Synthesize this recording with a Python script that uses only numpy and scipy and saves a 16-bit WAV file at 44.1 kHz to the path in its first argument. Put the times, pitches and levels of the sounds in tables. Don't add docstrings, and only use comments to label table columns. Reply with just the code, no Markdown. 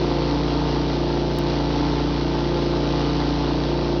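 import sys
import numpy as np
from scipy import signal
from scipy.fft import rfft, irfft
from scipy.io import wavfile
from scipy.ndimage import uniform_filter1d

SR = 44100
rng = np.random.default_rng(int(sys.argv[2]) if len(sys.argv) > 2 else 0)


def dump(signal):
    limited = np.clip(np.atleast_2d(signal).T, -1, 1)
    pcm = np.round(limited * 32767).astype(np.int16)
    wavfile.write(sys.argv[1], SR, pcm)


N = 176400

MOTOR_HZ, BOUNCE_HZ, MAINS_BUZZ_HZ = 57.645, 144.48, 120
THROB_HZ, THROB_TOP_S = MAINS_BUZZ_HZ - 2 * MOTOR_HZ, 3.05

# multiples of the motor, bounce and mains buzz rates (rounded, then
# summed for the pitch), base level in dB, sway with the slow beat in dB.
HUM_PARTIALS = [(1, 0, 0, -29.5, .7), (-1, 1, 0, -51, 1.7), (2, 0, 0, -49, 0), (0, 0, 1, -43.5, 0.5),
                (0, 1, 0, -29, 0), (3, 0, 0, -43, 4.5), (1, 0, 1, -36.5, 0.5), (1, 1, 0, -42.5, -2.3),
                (4, 0, 0, -41.5, -5), (2, 0, 1, -44, 2.4), (0, 0.5, 2, -48.5, 0), (2, 1, 0, -37.5, 1),
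                (0, 1, 1, -41, -1.5), (0, 2, 0, -29.4, 2.5), (3, 0, 1, -47, 1.5), (1, 0, 2, -47, 1),
                (3, 1, 0, -40, 2), (1, 1, 1, -36.5, 0), (1, 2, 0, -30.5, -4), (4, 0, 1, -42, 3.5),
                (4, 1, 0, -44.5, -6), (0, 1, 2, -43.5, 0), (7, 0, 0, -41, -5.5), (5, 0, 1, -44.5, 3.8),
                (0, 3, 0, -41, 1), (8, 0, 0, -38, 0.5), (6, 1.5, 0, -45.5, 0.5), (9, 0, 0, -42.5, 1.5),
                (4, 2, 0, -43, -1.5), (7, 1, 0, -47, 0.5), (10, 0, 0, -47.5, 2), (8, 1, 0, -47.5, 0),
                (11, 0, 0, -45.5, 0.3), (9, 1, 0, -49.5, 2.5), (10, 1, 0, -49.5, 0.5), (13, 0, 0, -48.5, 0),
                (15, 0, 0, -49, 1.5), (13, 1, 0, -49, -1), (16, 0, 0, -46, -0.5), (18, 0, 0, -50.5, 3.5),
                (21, 0, 0, -52, 2), (24, 0, 0, -58.5, 0.5)]
# place in the turn from 0 to 1, relative level in dB,
# push from the bounce in dB.
TURN_KNOCKS = [(.44, -1.5, 3), (.85, -0.5, 1.2)]
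# pitch in Hz, bandwidth in Hz, relative level in dB.
BOWL_MODES = [(443.4, 78, 0), (576.5, 72, 1.5), (659, 65, -0.5), (754, 72, 0.5), (881, 76, 2),
              (1066, 76, -4), (1183, 60, -4), (1367, 65, -6), (1596, 160, -12.5)]
# frequency in Hz, gain in dB.
GRIT_EQ = [(500, -11), (1000, -3.5), (1700, -2), (2150, -4), (3000, -1), (3600, -1.6), (4180, 1),
           (4800, -3), (5570, -6.5), (6060, -13), (6520, -33.5), (7000, -50.5)]
# frequency in Hz, gain in dB.
RUMBLE_EQ = [(20, -15), (60, -11.5), (100, -15.5), (160, -5.5), (230, -4), (320, 0.5), (420, -0.5),
             (550, -7.5), (800, -5), (1200, -11), (2500, -39.5)]
# time in seconds before the skip is cut, fader on the hiss in dB.
HISS_FADER = [(0, -36), (.8, -36.5), (1.38, -37.8), (1.53, -35.5), (1.7, -36.5), (1.87, -35.5), (2.15, -37),
              (2.65, -36.8), (3, -35.5), (3.5, -36.5), (4, -38)]


def undb(db):
    return 10 ** (np.asarray(db) / 20)


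def level(x, db):
    return x * undb(db) / np.sqrt(np.mean(x ** 2))


def colour(x, points):
    hz, db = np.array(points, float).T
    bins_hz = np.maximum(np.fft.rfftfreq(len(x), 1 / SR), 1)
    return irfft(rfft(x) * undb(np.interp(np.log(bins_hz), np.log(hz), db)), len(x))


def lowpass(x, hz):
    return signal.sosfilt(signal.ellip(10, .2, 80, hz, fs=SR, output="sos"), x)


def drift(t, hz):
    steps = rng.standard_normal(int(t[-1] * hz) + 2)
    return 1.17 * uniform_filter1d(np.interp(t * hz, np.arange(len(steps)), steps), int(SR / hz / 2))


def cycle(t, hz):
    return np.cos(2 * np.pi * hz * t)


def hum(t, surge_db):
    sway = cycle(t - .55, hz=.73)
    tones = 0
    for motor, bounce, mains, db, sway_db in HUM_PARTIALS:
        hz = round(motor) * MOTOR_HZ + round(bounce) * BOUNCE_HZ + round(mains) * MAINS_BUZZ_HZ
        looseness = hz / (2 * BOUNCE_HZ)
        swell_db = .45 * min(looseness, 1) * surge_db + 1.02 * looseness * drift(t, hz=9)
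        cycles = hz * (t - .0147) + .23 * rng.standard_normal()
        phase = 2 * np.pi * cycles + .093 * looseness * drift(t, hz=12)
        tones -= undb(db + sway_db * sway + swell_db) * np.cos(phase)
    return np.sqrt(2) * undb(.52) * tones


def chatter(t, jitter_s=.00005, rattle_decay_s=.003):
    blows = np.zeros(len(t))
    turns = np.arange(int(t[-1] * MOTOR_HZ))
    for place, db, push_db in TURN_KNOCKS:
        late, scatter = rng.standard_normal((len(turns), 2)).T
        hit_s = (turns + place) / MOTOR_HZ + jitter_s * late
        throb = cycle(hit_s - THROB_TOP_S, THROB_HZ)
        hit_db = db + push_db * cycle(hit_s, BOUNCE_HZ) + .8 * throb + 1.23 * scatter
        blows[np.clip((hit_s * SR).astype(int), 0, len(t) - 1)] += undb(hit_db)
    envelope = signal.lfilter([1], [1, -np.exp(-1 / (rattle_decay_s * SR))], blows)
    rattle = envelope * rng.standard_normal(len(t))
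    return level(bowl(blows), db=-35.5) + level(bowl(rattle), db=-36)


def bowl(x):
    s = 1j * np.fft.rfftfreq(len(x), 1 / SR)
    body = sum((-1) ** k * undb(db) * width * s / (s * s + width * s + hz * hz)
               for k, (hz, width, db) in enumerate(BOWL_MODES))
    return irfft(rfft(x) * body, len(x))


def rumble(t):
    return level(colour(rng.standard_normal(len(t)), RUMBLE_EQ), db=-37)


def grit(t, hiss_db, grains_per_s=18000):
    clicks = (rng.random(len(t)) < grains_per_s / SR) * rng.standard_normal(len(t))
    clicks *= undb(rng.exponential(size=len(t)))
    bounce, motor = cycle(t, BOUNCE_HZ), cycle(t, MOTOR_HZ)
    landing_db = 2 * bounce + 1.2 * motor + bounce * motor
    hiss = colour(clicks * undb(landing_db), GRIT_EQ)
    throb = cycle(t - THROB_TOP_S, THROB_HZ)
    return level(hiss, db=.58) * undb(hiss_db + .5 * throb)


def room(x, t60_s=.25, wet_db=-11):
    age = np.arange(SR // 2) / SR
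    tail = rng.standard_normal(len(age)) * np.exp(-np.log(1000) * age / t60_s)
    return x + undb(wet_db) * signal.fftconvolve(x, tail / np.linalg.norm(tail))[:len(x)]


def skip(x, at_s, samples, click_db):
    start = int(at_s * SR)
    joined = np.delete(x, slice(start, start + samples))
    joined[start] += undb(click_db)
    return joined


def scene():
    skipped = int(.0232 * SR)
    t = np.arange(N + skipped) / SR
    hiss_db = np.interp(t, *np.array(HISS_FADER).T)
    surge_db = hiss_db - hiss_db.mean()
    load = (chatter(t) + rumble(t)) * undb(1.1 * surge_db) + grit(t, hiss_db)
    tumbler = lowpass(hum(t, surge_db) + room(load), hz=6550)
    return skip(tumbler, at_s=1.387, samples=skipped, click_db=-16)[None]


def record(dry):
    return lowpass(dry, hz=16000)


dry = scene()
out = record(dry)
dump(out)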